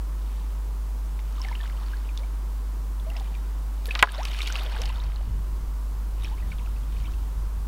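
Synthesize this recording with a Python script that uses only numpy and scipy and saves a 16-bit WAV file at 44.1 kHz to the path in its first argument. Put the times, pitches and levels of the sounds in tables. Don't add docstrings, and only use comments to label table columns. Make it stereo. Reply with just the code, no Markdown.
import sys
import numpy as np
from scipy import signal
from scipy.fft import rfft, irfft, next_fast_len
from scipy.io import wavfile
from scipy.ndimage import uniform_filter1d

SR = 44100
rng = np.random.default_rng(int(sys.argv[2]) if len(sys.argv) > 2 else 0)


def convert_level_to_amplitude(level_db):
    exponent = np.asarray(level_db, float) / 20
    return 10 ** exponent


def wrap_up_sound(samples):
    columns = np.atleast_2d(samples).T
    tamed = np.clip(columns, -1, 1)
    steps = np.round(tamed * 32767).astype(np.int16)
    wavfile.write(sys.argv[1], SR, steps)


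N = 338280

# start in seconds, peak level in dB, pitch in Hz, ring time in ms,
# glide in octaves per ring time.
BUBBLES = [(1.1919, -34, 2150, 1.1, 0), (1.38, -38, 1195, 9.2, -0.023), (1.4014, -39, 1020, 15, 0.053),
           (1.4168, -27.5, 5340, 1.8, 0), (1.448, -31.5, 2170, 5.6, -0.24), (1.45, -42, 760, 20, .3),
           (1.485, -35, 1790, 9.4, -0.066), (1.5143, -31, 946, 7.3, 0.023),
           (1.5268, -34, 2140, 4.1, -0.017), (1.5532, -31, 2800, 3.7, 0.16), (1.6034, -36.5, 1796, 8.9, 0),
           (1.611, -32.5, 3750, 1.3, -0.19), (1.625, -48, 703, 28, 0.9), (1.6322, -37, 3340, 3, -.1),
           (1.639, -29.5, 1250, 1.4, -0.041), (1.6568, -31.5, 1640, 1.3, -.1),
           (1.6974, -38, 2130, 4.8, -0.73), (1.787, -41, 1190, 5.6, .07), (1.81, -44, 810, 21, 0.96),
           (1.863, -41, 4400, 2.1, 0.049), (1.934, -35.5, 1570, 7.8, .1), (1.9702, -41, 4610, 1.7, -.16),
           (2.0905, -37.5, 2540, 5.1, -.1), (2.1756, -28.5, 3660, 1.9, -0.097), (2.2, -48.5, 540, 42, .55),
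           (2.1943, -40, 4090, 1.2, -.1), (2.2337, -45, 2240, 8.6, .1), (2.9983, -42.5, 3600, 2.6, -.1),
           (3.0651, -38.5, 630, 31, 0.11), (3.1013, -36, 2830, 3.3, -.1), (3.1128, -46, 790, 26, 0.16),
           (3.1153, -46, 1960, 7.5, .1), (3.1525, -43, 2020, 7.4, -.1), (3.1589, -40.5, 704, 20, -.28),
           (3.166, -28, 2700, 1.2, -0.0066), (3.1677, -35, 5170, 2.5, -0.08),
           (3.1988, -37.5, 3530, 2.3, .08), (3.2082, -36.5, 810, 10, -0.099),
           (3.2441, -39, 3770, 1.1, -0.35), (3.2585, -44, 2400, 3.7, 0), (3.342, -40, 2700, 1.5, 0),
           (3.3503, -40.5, 2440, 8.1, -0.052), (3.857, -21.5, 3920, 0.5, 0),
           (3.8825, -35.5, 480, 7.4, -0.016), (3.8875, -35, 1770, 10.6, -.07),
           (3.9088, -20, 2490, 5.6, .06), (3.98, -37, 1235, 20, .27), (4.0172, -39, 3100, 7.7, .3),
           (4.0339, -15, 1080, 9.4, -0.13), (4.052, -35, 1200, 8, .16), (4.0723, -24, 1580, 4.2, -0.9),
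           (4.086, -29, 1680, 6.7, -.06), (4.092, -25, 3040, 1.2, 0), (4.1815, -30, 621, 34, .82),
           (4.1796, -35.5, 3920, 5.7, .24), (4.187, -40, 1850, 19, 0.29), (4.232, -33, 5460, 2, .09),
           (4.2528, -18.5, 5100, 0.45, -.11), (4.2534, -25, 2440, 1.3, -0.037),
           (4.255, -38, 1090, 7.7, 0.075), (4.285, -34, 4160, 2.1, .21), (4.3198, -37, 2280, 4.1, 0),
           (4.347, -34, 1760, 2.4, -0.1), (4.39, -27, 2540, 0.8, 0.24), (4.391, -35.5, 1220, 12, 0.036),
           (4.4058, -18.5, 2520, 1.4, -0.16), (4.4182, -20, 3850, 2, -.13), (4.4603, -27, 2540, 1.8, .17),
           (4.465, -35, 3320, 10, 0), (4.4748, -29, 2370, 4.5, -0.15), (4.476, -17, 4330, 0.51, 0),
           (4.501, -27, 1430, 4.2, 0.12), (4.5246, -24.5, 6250, 1.2, -.09),
           (4.5556, -17.5, 2730, 1.6, 0.04), (4.56, -31, 1250, 4, 0.12), (4.5629, -30, 4780, 1.3, 0),
           (4.588, -28, 2870, 2, -.2), (4.5957, -30, 3600, 2, 0), (4.61, -43, 754, 26, 0.098),
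           (4.66, -41, 606, 22, .1), (4.6627, -30, 3200, 2.3, 0.21), (4.698, -34, 3830, .4, 0),
           (4.739, -35, 2800, 2.5, .1), (4.745, -42, 853, 20, 0.41), (4.716, -38, 1550, 6.8, 0.039),
           (4.7638, -31.5, 1560, 3.6, .06), (4.787, -38, 439, 31, 0.67), (4.818, -17.5, 5400, 0.36, 0.068),
           (4.837, -31, 3270, 2.3, -0.51), (4.84, -41, 820, 13, 0.22), (4.857, -22, 4050, 0.6, 0.31),
           (4.894, -30.5, 2720, 2.5, 0), (4.9, -34.5, 960, 8.2, 0.17), (4.981, -43, 956, 17, 0),
           (5.0007, -36.5, 3650, 4.5, 0.16), (5.0994, -38, 1250, 2.9, -0.13), (5.1605, -36, 4080, 2.1, .07),
           (5.208, -43, 660, 10, 0.58), (6.223, -39, 3580, 1.9, .1), (6.244, -36.5, 5560, 3.3, -0.092),
           (6.247, -30, 2460, 3.9, 0.072), (6.2543, -33, 3040, 2.3, 0.14), (6.2747, -36, 1510, 1.2, 0.084),
           (6.314, -42, 867, 27, 0.26), (6.3774, -46, 2070, 6.4, 0.23), (6.4016, -46, 2580, 5.5, -.1),
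           (6.425, -44.5, 1960, 9, 0), (6.518, -34, 2330, 5.7, -.1), (6.527, -45, 1520, 11, -.41),
           (6.5848, -39.5, 3320, 1.6, .1), (6.5935, -45, 2620, 8.2, -0.55), (6.607, -48, 960, 25, 0.17),
           (6.6608, -41, 2700, 3.1, -.2), (6.6731, -42, 1380, 6, -0.11), (6.764, -44, 2600, 3.9, 0),
           (6.8344, -48, 3270, 4.6, 0), (6.9653, -44.5, 2430, 5.7, 0.079), (7.044, -46, 2350, 14, -.12),
           (7.0548, -46, 3700, 6.8, -.24), (7.0566, -45, 2680, 10.5, -0.23),
           (7.0691, -40, 3100, 3.4, -0.04), (7.077, -44, 1050, 14, .6), (7.136, -44.5, 2650, 5.2, 0)]


def read(points, hz):
    f, value = np.transpose(points)
    return np.interp(np.log(hz + 1), np.log(f + 1), value)


def evened(x):
    return x / np.sqrt(np.mean(x ** 2) + 1e-20)


def coloured(x, points):
    size = next_fast_len(len(x))
    gain = convert_level_to_amplitude(read(points, np.fft.rfftfreq(size, 1 / SR)))
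    return irfft(rfft(x, size) * gain, size)[:len(x)]


def noise(points):
    return coloured(rng.standard_normal(N) * np.sqrt(SR / 2), points)


def lumpy(samples, depth_db):
    once = uniform_filter1d(rng.standard_normal(N), samples)
    return convert_level_to_amplitude(depth_db * evened(uniform_filter1d(once, samples)))


def peaked(hz, centre_hz, damping):
    x = hz / centre_hz
    return (1j * x / (1 - x ** 2 + 1j * x * damping)) ** 2 / (1 + .6j * x) ** 3


def add(mix, s, sound):
    part = mix[round(s * SR):][:len(sound)]
    part += sound[:len(part)]


def bubble(hz, ring_s, glide):
    t = np.arange(int(3 * ring_s * SR) + 20) / SR
    u = t / ring_s
    turns = np.cumsum(hz * 2 ** (glide * (np.minimum(u, 1.5) - .25))) / SR
    loudest = np.clip(.5 * glide, 0, .6)
    attack = np.minimum(t * hz / 0.75, 1)
    decay = convert_level_to_amplitude(-8 * abs((u - loudest) / (1 - 0.52 * loudest)) ** 1.52)
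    return np.sin(2 * np.pi * turns) * attack * decay


def swarm(colour, per_s, cycles, spread_db):
    out, pitches = np.zeros(N), np.geomspace(colour[0][0], colour[-1][0], num=16)
    for hz in pitches:
        when, size, sign = rng.random((int(per_s * N / SR / len(pitches)), 3)).T
        sizes = convert_level_to_amplitude(-spread_db * np.log(size + 0.018)) * np.sign(sign - .5)
        train = np.bincount((when * N).astype(int), sizes, N)
        grain = bubble(hz, cycles / hz, 0.18)
        grain = grain / np.linalg.norm(grain)
        out += convert_level_to_amplitude(read(colour, hz)) * np.sqrt(hz) * signal.oaconvolve(train, grain)[:N]
    return evened(out)


def stirred_water():
    # start, rise and fall in seconds, crest level of the
    # fine trickle in dB, crest level of the heavy slosh in dB.
    stirs = [(.1, 0.22, .3, -60, -67), (1.2, 0.26, 0.82, -54.5, -53), (1.7, 0.13, 0.46, -57.5, -55.5),
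             (2.95, 0.26, 0.74, -61, -54.5), (3.8, 0.18, .1, -49, -47.5), (4.0, 0.15, 0.32, -46, -43.5),
             (4.15, 0.25, 0.41, -41.5, -62), (4.4, 0.16, 0.41, -47.5, -42), (4.6, 0.16, 0.47, -47.5, -45.5),
             (6.15, 0.086, 0.21, -54, -57), (6.3, 0.22, 0.48, -59, -58), (6.8, 0.16, 0.48, -58, -66)]
    # frequency in Hz, level in dB.
    trickle_colour = [(900, -12), (2000, -0.5), (2800, 4.5), (4500, -2), (6500, -13.5), (12000, -17.5),
                      (16000, -30)]
    # frequency in Hz, level in dB.
    slosh_colour = [(250, -8.5), (400, -1), (600, 0.5), (1000, 2.5), (1500, -2), (2200, -9)]
    swell_db = -15
    spatter_db, spatter_s = -20.5, 0.01
    t = np.arange(N) / SR
    trickle, slosh, bursts = np.zeros((3, N))
    for start, rise, fall, trickle_db, slosh_db in stirs:
        crest = start + rise
        away = np.maximum(crest - t, 0) / rise + np.maximum(t - crest, 0) / fall
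        swell = convert_level_to_amplitude(swell_db * away ** 1.04) ** 2
        trickle += convert_level_to_amplitude(trickle_db) ** 2 * swell
        slosh += convert_level_to_amplitude(slosh_db) ** 2 * swell
    for s, db, *_ in BUBBLES:
        add(bursts, s - .002, convert_level_to_amplitude(db + spatter_db) ** 2 * np.exp(-t[:2000] / spatter_s))
    spatter = evened(lumpy(150, 2.2) * swarm(trickle_colour, 6000, 5.5, 2.8))
    plips = convert_level_to_amplitude(-4) * swarm(trickle_colour, 250, 10, 3)
    gurgles = convert_level_to_amplitude(-6) * swarm(slosh_colour, 70, 14, 2.5)
    heavy = gurgles + swarm(slosh_colour, 2000, 4.5, 2.1)
    return np.sqrt(trickle + bursts) * spatter + np.sqrt(trickle) * plips + np.sqrt(slosh) * heavy


def drops_and_knock_details():
    # start in seconds, peak level in dB, brightness in Hz.
    ticks = [(1.3252, -38, 5000), (1.3639, -37, 5000), (1.3968, -35, 5000), (1.4372, -38, 4500),
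             (1.4858, -31, 4500), (1.5519, -29, 2800), (1.6769, -36, 3500), (1.8345, -44, 5000),
             (1.8843, -37, 3000), (1.9191, -42, 5000), (2.0744, -42, 4000), (2.1755, -28, 5700),
             (3.102, -33.5, 12000), (3.198, -38, 5500), (3.857, -25, 14000), (3.869, -25, 12000),
             (3.877, -29, 10000), (4.0264, -9.5, 10600), (4.12, -26, 11000), (4.2318, -27, 4000),
             (4.2514, -31, 11000), (4.3091, -34, 14000), (4.39, -27, 6000), (4.4185, -28, 6000),
             (4.4726, -26, 8000), (4.526, -35, 8500), (4.572, -38, 10000), (4.6355, -29, 14000),
             (4.7785, -31, 3500), (4.818, -30.5, 11000), (4.8554, -36, 9000), (4.891, -35, 7000),
             (5.038, -34, 5000), (5.1194, -38, 2500), (5.1597, -40, 4500), (6.238, -34, 10000),
             (6.2623, -37, 2600), (6.2995, -44, 4300), (6.538, -46, 2800), (6.942, -45, 3800),
             (7.0011, -40, 3000), (7.1212, -39, 5200)]
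    out = np.zeros(N)
    for s, db, hz, ring_ms, glide in BUBBLES:
        add(out, s, convert_level_to_amplitude(db) * bubble(hz, max(ring_ms, .4) / 1000, glide))
    t, hz = np.arange(256) / SR, np.fft.rfftfreq(512, 1 / SR)
    for s, db, bright_hz in ticks:
        burst = rng.standard_normal(256) * np.exp(-t / 0.00035)
        tick = irfft(rfft(burst, 512) * peaked(hz, bright_hz, 1.1))
        add(out, s, convert_level_to_amplitude(db) * tick / abs(tick).max())
    return out


def scattered(x):
    t = np.arange(1800) / SR
    sparse = rng.random(len(t)) < .06
    taps = rng.standard_normal(len(t)) * sparse * convert_level_to_amplitude(-60 * t / .06) * (t > .0015)
    return x + convert_level_to_amplitude(-15) * signal.oaconvolve(x, taps / np.linalg.norm(taps))[:N]


def pole():
    # start in seconds, peak level of the blow in dB,
    # brightness in Hz, peak level of the pole's ring in dB, starting level of the splash in dB.
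    knocks = [(3.9523, -12, 3630, -22.5, -27.5), (3.9915, -20, 4800, -26, -22.5),
              (4.0265, 3.5, 2620, -0.5, -9)]
    trip_s = .0054
    loss_db, loss_db_per_khz = -5, -1.5
    best_hz = 1710
    splash_t60_s = 0.051
    out, hz, t = np.zeros(N), np.fft.rfftfreq(8192, 1 / SR), np.arange(2500) / SR
    lag = 4 * np.pi * trip_s * np.sqrt(1000 * hz)
    trip_db = loss_db + loss_db_per_khz * hz / 1000
    trips = sum(convert_level_to_amplitude(k * trip_db) * np.exp(-1j * k * lag) for k in range(1, 7))
    ring = irfft(peaked(hz, best_hz, 1.34) * trips)[:2500]
    for s, db, bright_hz, ring_db, splash_db in knocks:
        blow = irfft(peaked(hz, bright_hz, 0.65))[:400]
        burst = rng.standard_normal(8192)
        splash = evened(irfft(rfft(burst) * peaked(hz, .6 * bright_hz, 1.5)))[:2500]
        add(out, s, -convert_level_to_amplitude(db) * blow / abs(blow).max())
        add(out, s, convert_level_to_amplitude(ring_db) * ring / abs(ring).max())
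        add(out, s + 0.00091, convert_level_to_amplitude(splash_db - 60 * t / splash_t60_s) * splash)
    return out


def wind():
    # crest in seconds, level in dB ahead of the lumps, half length in seconds.
    gusts = [(4.65, -59, .1), (4.895, -45.5, 0.16), (5.07, -44, .06), (5.19, -46, 0.041),
             (5.374, -40, 0.13), (5.62, -48, .1), (5.85, -56, .2), (6.197, -46.5, 0.24), (6.48, -42, 0.13),
             (6.748, -46.5, .15), (7.055, -43, 0.13), (7.22, -45, 0.079), (7.4, -46.5, .12),
             (7.63, -46, .1)]
    # frequency in Hz, level in dB.
    gust_colour = [(2, -22), (8, -7.5), (35, -8.5), (60, -10.5), (100, -17.5), (130, -24), (200, -32.5),
                   (400, -45), (1200, -100)]
    t = np.arange(N) / SR
    power = sum(convert_level_to_amplitude(db) ** 2 * np.exp(-1.5 * ((t - s) / half) ** 2) for s, db, half in gusts)
    return noise(gust_colour) * lumpy(3000, 1.45) * np.sqrt(power)


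def later_share():
    return np.interp(np.arange(N) / SR, (4.44, 5.5), (0, 1))


def faded_noise(points):
    later = later_share()
    return (1 - later) * noise(points) + later * noise(points)


def engine():
    # time in seconds, pitch in Hz.
    drift = [(0, 59.05), (2, 58.2), (3.8, 60.94), (5.5, 61)]
    turns = np.cumsum(np.interp(np.arange(N) / SR, *np.transpose(drift))) / SR
    first = convert_level_to_amplitude(-52) * np.sqrt(2) * np.sin(2 * np.pi * turns)
    second = convert_level_to_amplitude(-61) * np.sqrt(2) * np.sin(4 * np.pi * turns)
    return (1 - later_share()) * (first + second)


def open_air():
    # frequency in Hz, power in dB per Hz.
    air_colour = [(4, -72), (20, -66), (80, -75), (150, -72), (280, -77), (450, -82), (700, -85.5),
                  (1000, -80), (1400, -87), (1900, -94), (3500, -102), (7000, -106), (16000, -110)]
    return faded_noise(air_colour)


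def scene():
    close = stirred_water() + scattered(drops_and_knock_details()) + pole()
    return np.tile(close + wind() + engine() + open_air(), (2, 1))


def hiss():
    # frequency in Hz, power in dB per Hz.
    hiss_colour = [(30, -130), (120, -105), (220, -93.5), (1000, -95), (5000, -94.5), (16000, -96.5)]
    return np.array([faded_noise(hiss_colour) for _ in range(2)])


def hum():
    mains_hz, peak_db = 49.99, -24.5
    return convert_level_to_amplitude(peak_db) * np.cos(2 * np.pi * mains_hz * np.arange(N) / SR)


def limited(x):
    threshold_db, recovery_db_per_s, attack_samples = -2.5, 28, 200
    peak_db = 20 * np.log10(abs(x).max(0) + 1e-9)
    fall = np.arange(N) * recovery_db_per_s / SR
    held_db = np.maximum.accumulate(peak_db + fall) - fall
    over_db = np.maximum(held_db - threshold_db, 0)
    late_db = signal.lfilter([1 / attack_samples], [1, 1 / attack_samples - 1], over_db)
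    return x / convert_level_to_amplitude(late_db)


def low_pass(x):
    return signal.sosfilt(signal.butter(12, 16630, fs=SR, output="sos"), x)


def record(dry):
    x = limited(dry + hiss() + hum())
    edge = signal.firwin(255, 15900, fs=SR)[None]
    mix = signal.oaconvolve(np.clip(x, -1, 1), edge, "same")
    return low_pass(mix)


dry = scene()
out = record(dry)
wrap_up_sound(out)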